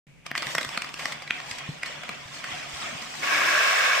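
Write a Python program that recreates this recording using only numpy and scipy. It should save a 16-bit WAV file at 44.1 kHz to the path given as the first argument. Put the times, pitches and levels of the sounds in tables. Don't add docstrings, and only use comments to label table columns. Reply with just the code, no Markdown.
import sys
import numpy as np
from scipy import signal
from scipy.fft import rfft, irfft
from scipy.io import wavfile

SR = 44100
rng = np.random.default_rng(int(sys.argv[2]) if len(sys.argv) > 2 else 0)


def materialize(psi):
    bounded = np.clip(np.atleast_2d(psi).T, -1, 1)
    quanta = np.round(bounded * 32767).astype(np.int16)
    wavfile.write(sys.argv[1], SR, quanta)


N = 176400
T = np.arange(N) / SR


def toppling_line():
    # (time [s], tap level [dB], slide level [dB])
    envelopes = [(.24, -72, -90), (.262, -38, -61), (.29, -55, -75), (.31, -39, -56), (.338, -56, -77),
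                 (.36, -39, -45), (.41, -37, -49.5), (.51, -34, -38), (.62, -60, -46), (.685, -45, -46),
                 (.75, -31, -43), (.83, -60, -54), (.87, -36.5, -48), (.93, -49.5, -51.5),
                 (.97, -42.5, -47), (1.03, -36.5, -40.5), (1.09, -39, -40.5), (1.19, -42, -52),
                 (1.29, -47, -53), (1.36, -37, -47), (1.44, -41.5, -48.5), (1.50, -40.5, -40),
                 (1.62, -38, -49), (1.72, -44, -47.5), (1.81, -45.5, -52.5), (1.87, -37, -43.5),
                 (1.99, -41.5, -48.5), (2.12, -39, -48.5), (2.19, -42.5, -48.5), (2.31, -44.5, -47),
                 (2.35, -40, -40), (2.42, -41, -46), (2.52, -34, -41), (2.66, -40, -44),
                 (2.79, -37.5, -38.5), (2.84, -31.5, -38.5), (2.93, -36.5, -42), (3.1, -41, -41.5),
                 (3.25, -35.5, -38.5), (4, -45, -39.5)]
    # (frequency [Hz], level [dB])
    tap_spectrum = [(60, -28), (200, 0), (460, -6.5), (680, -0.5), (860, -4), (1100, -1.5), (1350, -3),
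                    (2050, 3), (2700, 0.5), (3400, -1.5), (4500, -34.5), (9000, -49), (15000, -80)]
    slide_spectrum = [(1500, -4), (3500, -0.5), (5200, 2.5), (6700, -2.5), (8300, -2), (9600, -10),
                      (12000, -12.5), (15000, -17)]
    sizzle_hz, sizzle_db, recede_db_per_s = 9500, 12.5, 21
    rings = amp(-5) * flexing(decay_s=0.0096, count=3600)
    impacts = unit(contacts(per_s=2000, spread_db=1.5))
    taps = unit(colour(stereo(impacts + rings), tap_spectrum))
    friction = unit(contacts(per_s=4000, spread_db=2))
    slide = unit(colour(stereo(friction + rings), slide_spectrum))
    sizzle = (slide - below(slide, sizzle_hz)) * amp(sizzle_db - recede_db_per_s * T)
    return taps * amp(curve(envelopes, column=1)) + (slide + sizzle) * amp(curve(envelopes, column=2))


def contacts(per_s, spread_db):
    hit = rng.random((2, N)) < per_s / SR
    spread = np.minimum(rng.exponential(size=(2, N)), 4)
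    return hit * amp(spread_db * spread) * np.sign(rng.standard_normal((2, N)))


def flexing(decay_s, count, size=900):
    low_hz, high_hz, spread_db = 511.5, 8746, 9
    out, t = np.zeros((2, N)), np.arange(size) / SR
    for when, pitch, strength, place in rng.random((count, 4)):
        hz = low_hz + pitch * (high_hz - low_hz)
        ring = amp(spread_db * strength) * np.sin(2 * np.pi * hz * t) * np.exp(-t / decay_s)
        direction = [np.cos(2 * np.pi * place), np.sin(2 * np.pi * place)]
        add(out, when * N / SR, np.outer(direction, ring))
    return unit(out)


def floor_snaps(size=2600):
    landings = [(0.2645, -38.5, 2460, 0, -3, 0.0035), (0.315, -28.5, 1710, -16.5, -7.5, 0.00066),
                (0.3531, -26.5, 1800, -14, -23, 0.0014), (0.3587, -29, 2040, -21, -20, 0.005),
                (0.378, -28, 2240, -0.5, -14, 0.0038), (0.4228, -34, 2480, 0.5, -5, 0.0017),
                (0.4289, -33, 1990, -8, -27, 0.0025), (0.4695, -31.5, 2000, -2.5, -13, 0.0011),
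                (0.5512, -25.5, 1900, -3.5, -5.5, 0.0026), (0.5823, -20.5, 2010, -11, -11.5, 0.0029),
                (0.6108, -34.5, 1900, 1, -2.5, 0.0075), (0.6299, -35.5, 2360, 0.5, -25, 0.0032),
                (0.6478, -34.5, 1920, 0, -5, 0.0041), (0.691, -38.5, 2580, 1, -8, 0.0019),
                (0.7752, -27.5, 2210, -2.5, -3, 0.0026), (0.8205, -30, 2400, -3.5, -17, 0.0026),
                (0.8437, -39, 2010, -1, -1, 0.0041), (0.8905, -44, 2380, 0, -19, 0.0031),
                (0.9415, -37, 2720, -1.5, -7, 0.0018), (0.9935, -33, 2420, -4, -8.5, 0.015),
                (1.0226, -35, 2030, -15, -9, 0.0057), (1.0569, -26, 1950, -8, -7.5, 0.00091),
                (1.1222, -34, 2100, -1, -7.5, 0.005), (1.2212, -43, 2430, 1, -2, 0.01),
                (1.2767, -36, 2330, -7, -24, 0.0034), (1.308, -20.5, 2280, -20, -16, 0.00044),
                (1.402, -38.5, 2020, -6, -13, 0.0021), (1.5125, -33.5, 2360, -0.5, -32, 0.0027),
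                (1.585, -39.5, 2350, 2, -24, 0.006), (1.8328, -26.5, 1920, -11.5, -20, 0.002),
                (1.8595, -35, 1920, -1.5, -18, 0.011), (2.0351, -37, 2100, -6.5, -9.5, 0.0025),
                (2.0918, -32, 2400, -7.5, -6, 0.0033), (2.4415, -32, 1870, -8, -9, 0.0055),
                (3.0186, -39.5, 2100, 0.5, -2.5, 0.014)]
    # (frequency [Hz], level [dB])
    chatter_spectrum = [(200, -13), (450, -27), (680, -4), (1200, 2.5), (2000, 6), (2600, -1), (3500, 0),
                        (5000, -27), (15000, -44)]
    tick_spectrum = [(1000, -35), (3000, 5), (5000, 6), (6800, 0), (8300, 2), (10000, -5.5), (15000, -13)]
    puff_spectrum = [(60, -11.5), (200, 11), (440, 6), (680, 15), (850, 3.5), (1150, 18), (1800, 2),
                     (6000, -13)]
    lead_s, contact_s, brush_s, brush_db = 0.02, 0.0006, 0.005, -14
    ring_rise_s, ring_decay_s = 0.00052, 0.00027
    chatter_db, usual_settle_s = 9, 0.0021
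    bend_width_hz, bend_db = 830, 14.5
    edge_hz, edge_spread_hz, edge_width_hz, edge_db = 4700, 800, 400, 9
    out, t = np.zeros((2, N)), np.arange(size) / SR - lead_s
    after, before = np.maximum(t, 0), np.minimum(t, 0)
    strike = np.exp(before / contact_s)
    swell = strike + amp(brush_db) * np.exp(before / brush_s)
    ring_envelope = (1 - np.exp(-after / ring_rise_s)) ** 2 * np.exp(-after / ring_decay_s)

    def even(x, window_s=0.005):
        energy = np.mean(np.sum(np.atleast_2d(x) ** 2, axis=1))
        return x / np.sqrt(energy / (window_s * SR))

    def burst(attack, decay_s, spectrum, resonances, side_db):
        rattle = stereo(rng.standard_normal((2, size)), side_db) * attack * np.exp(-after / decay_s)
        return even(colour(rattle, spectrum, resonances))

    for start, db, hz, tick_db, puff_db, settle_s in landings:
        ring = even(np.sin(2 * np.pi * hz * after) * ring_envelope)
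        chatter = burst(swell, settle_s, chatter_spectrum, [(hz, bend_width_hz, bend_db)], side_db=-34)
        chatter *= amp(chatter_db) * settle_s / usual_settle_s
        edge_mode = (edge_hz + edge_spread_hz * rng.standard_normal(), edge_width_hz, edge_db)
        tick = amp(tick_db) * burst(swell, settle_s, tick_spectrum, [edge_mode], side_db=-1.5)
        puff = amp(puff_db + 2) * burst(strike, settle_s, puff_spectrum, [], side_db=-13.5)
        add(out, start - lead_s, amp(db + 3) * (even(ring + chatter) + tick + puff))
    return out


def falling_field():
    # (time [s], level [dB])
    clatter_envelope = [(3.19, -51), (3.215, -41), (3.232, -25), (3.29, -24.5), (3.335, -20.5), (3.38, -22),
                        (3.5, -20.5), (3.65, -19.5), (3.85, -20), (4, -21)]
    rustle_envelope = [(3.15, -54), (3.26, -43), (3.5, -39.5), (3.75, -87)]
    # (frequency [Hz], level [dB])
    clatter_spectrum = [(60, -28), (230, -33), (400, -19), (850, -16), (1500, -2.5), (2600, -2.5),
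                        (3000, -8), (4400, -14), (6000, -13.5), (8400, -18.5), (10000, -20), (15000, -23)]
    rustle_spectrum = [(160, -29.5), (340, -8), (640, -29.5)]
    # (frequency [Hz], width [Hz], gain [dB])
    card_modes = [(606, 400, 13.5), (1113, 177, 12.5), (1656, 370, 9.5), (2240, 82, 8.5), (2610, 160, 3.5),
                  (3560, 790, 3.5), (5300, 460, 6.5)]
    impacts = unit(contacts(per_s=12000, spread_db=-1))
    rings = amp(-5) * flexing(decay_s=0.0031, count=11000)
    clatter = unit(colour(stereo(impacts + rings, side_db=-0.5), clatter_spectrum, card_modes))
    rustle = unit(colour(rng.standard_normal((2, N)), rustle_spectrum))
    return clatter * amp(curve(clatter_envelope)) + rustle * amp(curve(rustle_envelope))


def thumps(size=5000):
    # (time [s], relative level [dB], frequency [Hz])
    bumps = [(0.463, -36, 144), (0.557, -36, 167), (0.664, -41, 116), (1.512, -41.5, 111),
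             (1.689, -24.5, 152), (2.095, -40.5, 180), (2.256, -40, 105), (2.524, -42, 102),
             (2.734, -42, 75), (2.925, -37.5, 215), (2.949, -35, 155)]
    # (frequency [Hz], level [dB])
    knock_spectrum = [(40, -15), (160, -0.5), (380, -1), (700, -25), (3000, -60)]
    rise_s, decay_s, knock_db = 0.0026, 0.0079, -14
    out, t = np.zeros((2, N)), np.arange(size) / SR
    envelope = 2 * (1 - np.exp(-t / rise_s)) * np.exp(-t / decay_s)
    for start, db, hz in bumps:
        noise = stereo(rng.standard_normal((2, size)), side_db=-15)
        knock = amp(knock_db) * unit(colour(noise, knock_spectrum))
        add(out, start, amp(db) * envelope * (knock - np.sin(2 * np.pi * hz * t)))
    return out


def ventilation():
    # (frequency [Hz], level [dB])
    spectrum = [(25, -12), (60, -6), (105, -10.5), (148, 9), (190, -7.5), (350, -15.5), (700, -19.5),
                (1400, -23.5), (2300, -14), (4000, -30.5), (8000, -30.5), (15000, -44)]
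    noise = stereo(rng.standard_normal((2, N)), side_db=-0.5)
    return amp(-51) * unit(colour(noise, spectrum))


def reverberation(x, bands=9):
    # (frequency [Hz], reverberation time [s])
    t60 = [(100, 0.11), (680, 0.94), (2000, 0.35), (5000, 0.36), (15000, 0.07)]
    room_db, build_s, reference_t60_s = -5.5, 0.0039, t60[2][1]
    t, hz = T[:SR], np.fft.rfftfreq(SR, 1 / SR)
    noise_bins = rfft(rng.standard_normal((2, SR)))
    centres = np.geomspace(60, 15000, bands)
    tail = np.zeros((2, SR))
    for centre, weights in zip(centres, np.eye(bands)):
        band = irfft(noise_bins * at_hz(np.c_[centres, weights], hz))
        tail += band * np.exp(-np.log(1000) * t / at_hz(t60, centre))
    tail *= 1 - np.exp(-t / build_s)
    tail *= np.sqrt(2 * np.log(1000) / (SR * reference_t60_s))
    return amp(room_db) * signal.fftconvolve(x, tail, axes=1)[:, :N]


def amp(db):
    return 10 ** (np.asarray(db) / 20)


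def unit(x):
    return x / np.sqrt(np.mean(x ** 2) + 1e-20)


def curve(rows, column=1):
    rows = np.array(rows)
    return np.interp(T, rows[:, 0], rows[:, column], left=-120)


def at_hz(points, hz):
    points = np.array(points)
    return np.interp(np.log(np.maximum(hz, 1)), np.log(points[:, 0]), points[:, 1])


def colour(x, spectrum, resonances=(), size=4096):
    hz = np.fft.rfftfreq(size, 1 / SR)
    peaks_db = sum(db / (1 + (2 * (hz - centre) / width) ** 2) for centre, width, db in resonances)
    cepstrum = irfft(np.log(amp(at_hz(spectrum, hz) + peaks_db)))
    cepstrum[1:size // 2] *= 2
    cepstrum[size // 2 + 1:] = 0
    impulse_response = irfft(np.exp(rfft(cepstrum)))
    return signal.fftconvolve(x, impulse_response[None], axes=1)[:, :x.shape[1]]


def below(x, hz):
    return signal.sosfiltfilt(signal.butter(4, hz, fs=SR, output="sos"), x)


def stereo(pair, side_db=0):
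    return pair[0] + amp(side_db) * pair[1] * np.array([[1], [-1]])


def add(out, start_s, sound):
    i = int(start_s * SR)
    out[:, i:i + sound.shape[1]] += sound[:, :N - i]


def scene():
    direct = floor_snaps() + toppling_line() + falling_field() + thumps()
    return direct + reverberation(direct) + ventilation()


def record(dry):
    # (frequency [Hz], side gain [dB])
    width = [(50, -3), (130, -7.5), (220, -0.5), (380, -2), (600, 0), (1100, -1), (1550, -3), (1820, -14.5),
             (2150, -1), (2700, 0.5), (15000, -1)]
    # (frequency [Hz], gain [dB])
    response = [(7000, -0.5), (9200, -2), (15000, -3.5)]
    # (frequency [Hz], width [Hz], gain [dB])
    treble_gap = [(9400, 230, -18)]
    silent_until_s, top_hz = 0.068, 15100
    threshold_db, reaction_s, bass_hz = -27.5, 0.24, 218
    mid, side = (dry[0] + dry[1]) / 2, (dry[0] - dry[1]) / 2
    narrowed = stereo([mid, colour(side[None], width)[0]])
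    heard = colour(narrowed, response, treble_gap) * (T > silent_until_s)
    smoothing = 1 / (reaction_s * SR)
    power = signal.lfilter([smoothing], [1, smoothing - 1], mid ** 2)
    bass_gain = amp(threshold_db) / np.maximum(np.sqrt(power), amp(threshold_db))
    heard -= (1 - bass_gain) * below(heard, bass_hz)
    return signal.sosfilt(signal.ellip(8, .2, 70, top_hz, fs=SR, output="sos"), heard)


dry = scene()
out = record(dry)
materialize(out)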